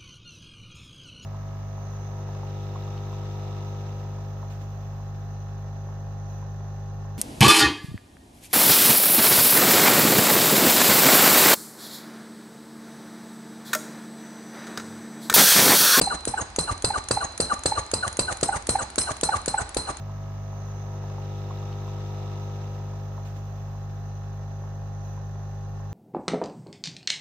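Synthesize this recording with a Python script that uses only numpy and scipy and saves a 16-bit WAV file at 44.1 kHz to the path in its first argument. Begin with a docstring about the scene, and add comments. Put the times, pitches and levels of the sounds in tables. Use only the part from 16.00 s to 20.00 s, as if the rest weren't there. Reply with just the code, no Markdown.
"""A small flame-licker engine

The engine runs on a table in a quiet room, at nearly four turns a second. On each turn the valve
ticks, a pressure pulse pops from the port and the valve clacks shut, setting brass parts and springs
in free vibration. Gas then hoots in the resonant cylinder (on some turns only) and leaks out in a
whistle that falls with the pressure, while the linkage rubs, ticks and now and then squeaks."""
import sys
import numpy as np
from scipy import signal
from scipy.fft import rfft, irfft
from scipy.io import wavfile
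from scipy.ndimage import uniform_filter1d, minimum_filter1d

SR = 44100
rng = np.random.default_rng(int(sys.argv[2]) if len(sys.argv) > 2 else 0)


def output_pcm(signal):
    """Save a mono or channel-first signal as 16-bit PCM at the path in sys.argv[1].

    Samples are clipped to [-1, 1] before scaling.
    """
    pcm = np.clip(np.atleast_2d(signal).T, -1, 1) * 32767
    wavfile.write(sys.argv[1], SR, np.round(pcm).astype(np.int16))


N = 176400
TIME = np.arange(N) / SR

# Working strokes. Each row: start in seconds, then relative levels in dB of the pop, the clatter,
# the brass ring, the spring zing and the valve clank.
STROKES = [(0.0138, -19, -21.5, -33.5, -27.5, -20), (0.2749, -24, -33, -53, -31.5, -57),
           (0.5864, -19, -26, -36.5, -27.5, -27), (0.8442, -19, -23.5, -35.5, -28.5, -18.5),
           (1.11, -18.5, -24.5, -34.5, -29.5, -19.5), (1.4016, -18, -25.0, -37.0, -28, -22.5),
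           (1.6578, -20, -21, -33.5, -29.5, -23), (1.9366, -20, -25, -37.5, -33, -21),
           (2.1916, -18.5, -22, -36, -30, -19), (2.4302, -18, -21.5, -46.5, -28, -26),
           (2.6912, -18.5, -23, -40, -25, -28.3), (2.9814, -21.5, -21.5, -37.5, -21, -29.0),
           (3.233, -19, -23.5, -36.5, -27.5, -27), (3.4799, -22, -28, -42, -32.5, -33.5),
           (3.7679, -20, -27, -41, -31.5, -29)]
# Gas leaks. Each row: time of mid-fall in seconds, relative levels in dB of the high and low parts.
WHISTLES = [(0.12, -22, -21.5), (0.39, -21, -27), (0.691, -28.5, -19), (0.954, -22.5, -19),
            (1.223, -25.5, -22.5), (1.513, -23.5, -13.5), (1.773, -37, -17.5), (2.044, -18, -21),
            (2.296, -19.5, -26), (2.541, -23.0, -25), (2.803, -25, -26.5), (3.087, -27.5, -23.5),
            (3.336, -22.5, -15.5), (3.594, -18.5, -39), (3.886, -36, -23.5)]
# Squeaks of dry metal. Each row: time of the peak in seconds, frequency in Hz, level in dB.
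SQUEAKS = [(.385, 7740, -30), (.415, 6480, -25), (1.247, 6600, -24.5), (1.796, 6546, -32),
           (2.528, 8441, -29), (2.796, 8010, -25.5), (2.829, 6546, -29), (3.585, 7860, -22)]
# Other brief events. Each row: time of the peak in seconds, relative level in dB.
HOOTS = [(0.076, -24.5), (0.3426, -24.5), (0.908, -24.5), (1.1748, -22.5), (1.7236, -22.5), (2.4931, -20.5),
         (2.7573, -19.5), (3.2936, -20.5), (3.5458, -21)]
RUBS = [(0.149, -35.5), (0.419, -35), (0.72, -36), (0.981, -34), (1.247, -36), (1.536, -37), (1.79, -33.5),
        (2.076, -35.5), (2.321, -33.5), (2.566, -33), (2.826, -35.0), (3.112, -34.5), (3.364, -34.5),
        (3.617, -34), (3.904, -37.7)]
TICKS = [(0.1535, -44), (0.2076, -34.5), (0.2533, -18.5), (0.4156, -33), (0.502, -40), (0.5623, -18),
         (0.7259, -28.5), (0.7786, -32), (0.8231, -23), (0.9849, -40), (1.0403, -33), (1.0869, -19),
         (1.2471, -51), (1.3224, -40.0), (1.3778, -21.5), (1.5405, -25.5), (1.5929, -31), (1.6364, -20.5),
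         (1.7948, -28.7), (1.8646, -33), (1.9153, -20.5), (2.0788, -17), (2.1283, -28), (2.1704, -21.5),
         (2.3258, -18.5), (2.3711, -28), (2.4111, -22), (2.5687, -32), (2.6239, -34), (2.6701, -19.5),
         (2.8267, -44), (2.9023, -33), (2.9581, -22), (3.1172, -24), (3.1677, -27.5), (3.2117, -20.5),
         (3.3687, -24), (3.417, -32), (3.4599, -19), (3.6163, -46), (3.6923, -28), (3.7463, -19.5),
         (3.9135, -49), (3.9704, -28.5)]

# Normal modes. Each row: frequency in Hz, left and right gains in dB, time to decay 60 dB in seconds.
BRASS_MODES = [(4071, -2, 2, 0.98), (4121, 3.5, 7, 0.56), (4108, 5, 9.5, 0.26), (5400, -26, -25, 0.36),
               (6500, -8.5, -27, 0.3), (8430, 4, 4.5, .2), (8140, -2.5, -22.5, .22), (9500, -20, -25, .4)]
VALVE_MODES = [(4560, -3.5, 7.5, 0.0093), (4800, 0, 4.5, 0.024), (7500, -5, -15.5, 0.011),
               (2650, -12, -10.5, 0.049)]

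# Noise spectra. Each row: frequency in Hz, relative level in dB.
BACKGROUND_SPECTRUM = [(25, -17.5), (50, 6.5), (75, 2.5), (130, -9.5), (300, -8.5), (500, -11.5),
                       (800, -4.5), (1500, -11.5), (2300, -15.5), (3200, -20), (4500, -16), (6500, -24),
                       (10000, -24.5)]
THUD_SPECTRUM = [(25, -16), (45, -4), (70, -4), (110, 1), (170, -3.5), (400, -14.5), (800, -9.5),
                 (1500, -16), (2300, -37), (4000, -52.5)]
CLATTER_SPECTRUM = [(500, -5), (1300, -3), (2200, -12.5), (3300, -12), (4200, 0), (4650, -5), (5300, -17),
                    (6300, -9), (7400, -0.5), (8400, 4.5), (9200, -22.5), (10000, 0.5)]
ZING_SPECTRUM = [(3000, -28), (4700, -43), (5050, -17), (5500, -20.5), (6200, -17.5), (6800, -21),
                 (7700, -21), (8150, -12), (8370, -1.5), (8700, -19), (9200, -14), (9900, 2.5)]
GULP_SPECTRUM = [(200, -7), (550, -13.5), (820, -7.5), (1100, -8.5), (1500, 3), (1900, -1.5), (2400, -4),
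                 (3200, -27.5), (8000, -30)]
PUFF_SPECTRUM = [(100, -20.5), (400, 0), (800, 10.5), (1250, 0), (1700, -3), (2200, -28), (2800, -6.5),
                 (3500, -61), (6000, -12), (8000, -11.5), (10000, 2)]
RUB_SPECTRUM = [(600, -5), (1100, -4.5), (1900, 1.5), (2500, -11), (3500, -10), (5500, -10.5), (6600, -0.5),
                (7400, -7.5), (8400, -3), (10000, -1.5)]
KNOCK_SPECTRUM = [(25, -17.5), (50, -7), (75, 3.5), (115, 0.5), (170, -7), (400, -11), (700, -5),
                  (1500, -20.5), (3000, -32)]
TICK_SPECTRUM = [(300, -44.5), (1500, -10), (2700, -15), (4500, -13.5), (5600, -16.5), (6600, -2.5),
                 (7600, -11.5), (8800, -11.5), (10000, 10)]
ROOM_SPECTRUM = [(80, 2.5), (400, -2.5), (900, 3), (1700, 0.5), (3000, 1), (10000, -1)]

# Width of the sound field. Each row: frequency in Hz, correlation between left and right.
COHERENCE = [(60, 1), (250, 0.93), (600, 0.48), (1200, 0.53), (2500, 0.0099), (10000, 0.23)]
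# Balance of the sound field. Each row: frequency in Hz, left minus right level in dB.
BALANCE = [(100, -0.5), (600, -1.5), (1300, -1), (2500, -3.5), (4700, 3.5), (7300, -1.5), (8500, 3.5),
           (10000, -1.5)]


def from_db(db):
    """Decibels to amplitude ratio."""
    return 10 ** (np.asarray(db) / 20)


def at_hz(points, hz):
    """Interpolation of a table on a logarithmic frequency axis."""
    f, value = np.transpose(points)
    return np.interp(np.log(hz + 1), np.log(f), value)


def noise(spectrum):
    """Coloured noise of rms 1; a shared and an opposed part make the two sides partly coherent."""
    hz = np.arange(N // 2 + 1) * SR / N
    mid, side = rfft(rng.standard_normal((2, N)))
    alike, sides = np.clip(at_hz(COHERENCE, hz), -.99, .99), np.array([[1], [-1]])
    gain = from_db(at_hz(spectrum, hz) + sides * at_hz(BALANCE, hz) / 2) * (hz > 20) * (hz < 11000)
    x = irfft(gain * (np.sqrt(1 + alike) * mid + np.sqrt(1 - alike) * side * sides), N)
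    return x / x.std()


def drift(rate_hz):
    """Low-pass random fluctuation with standard deviation 1."""
    lowpass = signal.butter(2, rate_hz, fs=SR, output="sos")
    x = signal.sosfilt(lowpass, rng.standard_normal(N + SR))[SR:]
    return x / x.std()


def flicker(depth_db, rate_hz):
    """Random amplitude modulation, as a gain with rms 1."""
    gain = from_db(depth_db * drift(rate_hz))
    return gain / np.sqrt(np.mean(gain ** 2))


def swell(t, width_s):
    """Gaussian envelope around t = 0."""
    return np.exp(-np.minimum((t / width_s) ** 2 / 2, 60))


def strike(t, rise_s, fall_s):
    """Linear attack from t = 0, then the exponential decay of a damped vibration."""
    return np.clip(t / rise_s, 0, 1) * np.exp(-np.clip((t - rise_s) / fall_s, 0, 60))


def tone(hz, lead=0):
    """Sine whose phase is the integral of a pitch curve, the left side ahead by lead radians."""
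    return np.sin(2 * np.pi * (np.cumsum(hz) / SR + rng.random()) + np.array([[lead], [0]]))


def play(rows, voice):
    """Superposition of voice(time since the event, other columns) over a table, in stereo."""
    out = np.zeros((2, N))
    for start, *columns in rows:
        span = slice(max(0, int((start - .06) * SR)), int((start + .7) * SR))
        out[:, span] += voice(TIME[span] - start, *columns)
    return out


def strokes(part):
    """Start and level of one part of every stroke."""
    column = 1 + ["pop", "clatter", "brass", "zing", "valve"].index(part)
    return np.array(STROKES)[:, [0, column]]


def background():
    """Flame and running gear give steady broadband noise, with a low wavering hum."""
    hum = from_db(-49) * tone(71.8 + 3 * drift(rate_hz=17.4))
    return from_db(-43) * noise(BACKGROUND_SPECTRUM) + hum


def pops(pulse_hz=447.6, left_lead_s=.00026):
    """The port radiates a pressure pulse of about one cycle, which shakes the damped table."""
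    def pulse(t, db):
        t = t + left_lead_s * np.array([[.5], [-.5]])
        return -from_db(db + 9) * np.cos(2 * np.pi * pulse_hz * t) * swell(t, width_s=.00091)
    thud = play(strokes("pop"), lambda t, db: from_db(db - 9.5) * strike(t, rise_s=.0017, fall_s=.036))
    return play(strokes("pop"), pulse) + thud * noise(THUD_SPECTRUM)


def clatter():
    """Loose parts collide as the valve shuts; brief impacts have a broad spectrum."""
    def burst(t, db):
        return from_db(db + 8.5) * strike(t + .0006, rise_s=.0024, fall_s=.0054)
    return play(strokes("clatter"), burst) * noise(CLATTER_SPECTRUM)


def brass(detune_hz=2.8):
    """Struck brass rings in its normal modes, never quite alike; modes close in frequency beat."""
    def mode(t, db, hz, left_db, right_db, t60):
        gain = from_db(db + np.array([[left_db], [right_db]]) - rng.normal())
        envelope = strike(t, rise_s=.0062, fall_s=t60 / np.log(1000))
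        return gain * envelope * tone(np.full(len(t), hz + detune_hz * rng.normal()), lead=1.39)
    return play(strokes("brass"), lambda t, db: sum(mode(t, db, *row) for row in BRASS_MODES))


def springs():
    """The high modes of the springs lie so densely that they zing as noise; each band flickers."""
    def burst(t, db):
        return from_db(db + 14) * strike(t - .00072, rise_s=.0018, fall_s=.032)
    hz, spectrum = np.arange(N // 2 + 1) * SR / N, rfft(noise(ZING_SPECTRUM))
    centres_hz = [5000, 6500, 7700, 8400, 9100, 9800]
    zing = 0
    for share in np.eye(len(centres_hz)):
        band = irfft(spectrum * np.interp(hz, centres_hz, share), N)
        zing += band * flicker(depth_db=3, rate_hz=35)
    chatter = flicker(depth_db=1, rate_hz=222)  # of loose metal
    return play(strokes("zing"), burst) * chatter * zing


def valve(detune=.0081):
    """The impact of the valve excites a few heavily damped modes, heard as a clank."""
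    def mode(t, db, hz, left_db, right_db, t60):
        gain = from_db(db + np.array([[left_db], [right_db]]))
        envelope = strike(t - .0017, rise_s=.0014, fall_s=t60 / np.log(1000))
        pitch = np.full(len(t), hz * (1 + detune * rng.normal()))
        return gain * envelope * tone(pitch, lead=rng.normal(1, .37))
    return play(strokes("valve"), lambda t, db: sum(mode(t, db, *row) for row in VALVE_MODES))


def hoots(resonance_hz=815, glide_hz_per_s=1400, jitter_hz=44, width_s=.0029):
    """A gulp of gas excites the cavity resonance of the cylinder for a few cycles."""
    def hoot(t, db):
        glide = glide_hz_per_s * t * swell(t, 2 * width_s)
        hz = resonance_hz + glide + jitter_hz * drift(300)[:len(t)]
        return from_db(db + 7.5) * swell(t, width_s) * tone(hz)
    gulp = play(HOOTS, lambda t, db: from_db(db - 14) * strike(t + .007, rise_s=.007, fall_s=.0082))
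    return play(HOOTS, hoot) * from_db([[-1.1], [1.1]]) + gulp * noise(GULP_SPECTRUM)


def whistles(high_hz=1522, low_hz=1137, jitter_hz=44.7, fall_s=.0072, step_s=.0086, width_s=.0049):
    """Gas leaks past the valve in a puff, with a rough flow tone whose pitch falls with the pressure."""
    jitter = jitter_hz * drift(250)
    flutter = 1 + .14 * np.array([drift(120), drift(180)])
    def whistle(t, high_db, low_db):
        waver = np.roll(jitter, rng.integers(N))[:len(t)]
        hz = low_hz + (high_hz - low_hz) * (1 - np.tanh(t / fall_s)) / 2
        high = from_db(high_db) * swell(t + step_s, width_s)
        low = from_db(low_db) * swell(t - step_s, width_s)
        falling = (high + low) * tone(hz + waver, lead=1.47)
        arch = swell(t + step_s / 2, width_s=.014)  # a faint upper tone rises and falls
        arch_hz = 2846 * (.85 + .19 * arch)
        return falling + from_db(-46.5) * arch * tone(arch_hz + waver, lead=1.9)
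    puff = play(WHISTLES, lambda t, *_: from_db(-30) * swell(t - .0057, width_s=.016))
    return from_db([[.9], [-1.9]]) * flutter * play(WHISTLES, whistle) + puff * noise(PUFF_SPECTRUM)


def rubs():
    """Sliding friction in the linkage makes a rasping noise, each time with a dull knock of the rods."""
    rub = play(RUBS, lambda t, db: from_db(db + 3.5) * swell(t, width_s=.008))
    knock = play(RUBS, lambda t, _: from_db(-30) * swell(t, width_s=.0074))
    chatter = flicker(depth_db=1, rate_hz=222)
    return rub * chatter * noise(RUB_SPECTRUM) + knock * noise(KNOCK_SPECTRUM)


def ticks(rise_s=.0012):
    """Short, hard contacts of cam and valve radiate bright bursts of noise."""
    bursts = play(TICKS, lambda t, db: from_db(db + 8.5) * strike(t + rise_s, rise_s, fall_s=.0024))
    return bursts * noise(TICK_SPECTRUM)


def squeaks(glide_hz_per_s=-9000, jitter_hz=130):
    """Friction between dry metal parts excites a brief, unsteady high tone."""
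    def squeak(t, centre_hz, db):
        hz = centre_hz + glide_hz_per_s * t + jitter_hz * drift(400)[:len(t)]
        return from_db(db) * swell(t, width_s=.0042) * tone(hz, lead=1.4)
    return play(SQUEAKS, squeak)


def room(x, t60=.39):
    """Diffuse reflections in a small furnished room: convolution with exponentially decaying noise."""
    decay = strike(TIME, rise_s=.0013, fall_s=t60 / np.log(1000))
    response = (noise(ROOM_SPECTRUM) * decay)[:, :SR // 2]
    response /= np.sqrt((response ** 2).sum() / 2)
    return from_db(-14) * signal.fftconvolve(x, response, axes=1)[:, :N]


def compressor(x, threshold_db=-10, share=.16, ahead_s=.042, release_db_per_s=127.5):
    """Just ahead of a loud peak the gain drops by a share of the excess level, then recovers steadily."""
    excess_db = np.maximum(20 * np.log10(abs(x).max(0) + 1e-9) - threshold_db, 0)
    ahead = int(ahead_s * SR)
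    wanted_db = -minimum_filter1d(-share * excess_db, ahead, origin=-(ahead // 2))
    recovery = release_db_per_s * TIME
    cut_db = np.maximum.accumulate(wanted_db + recovery) - recovery
    return x * from_db(-uniform_filter1d(cut_db, size=160))


def scene():
    """The direct sound of the engine, its reverberation and the background add by superposition."""
    impacts = pops() + clatter() + brass() + springs() + valve()
    gas = hoots() + whistles()
    linkage = rubs() + ticks() + squeaks()
    engine = impacts + gas + linkage
    return engine + room(engine) + background()


def record(dry, stopband_hz=10550):
    """Compression softens the peaks, and a steep low-pass filter removes the highest treble."""
    lowpass = signal.cheby2(14, 62, stopband_hz, fs=SR, output="sos")
    return signal.sosfilt(lowpass, compressor(dry))


dry = scene()
out = record(dry)
output_pcm(out)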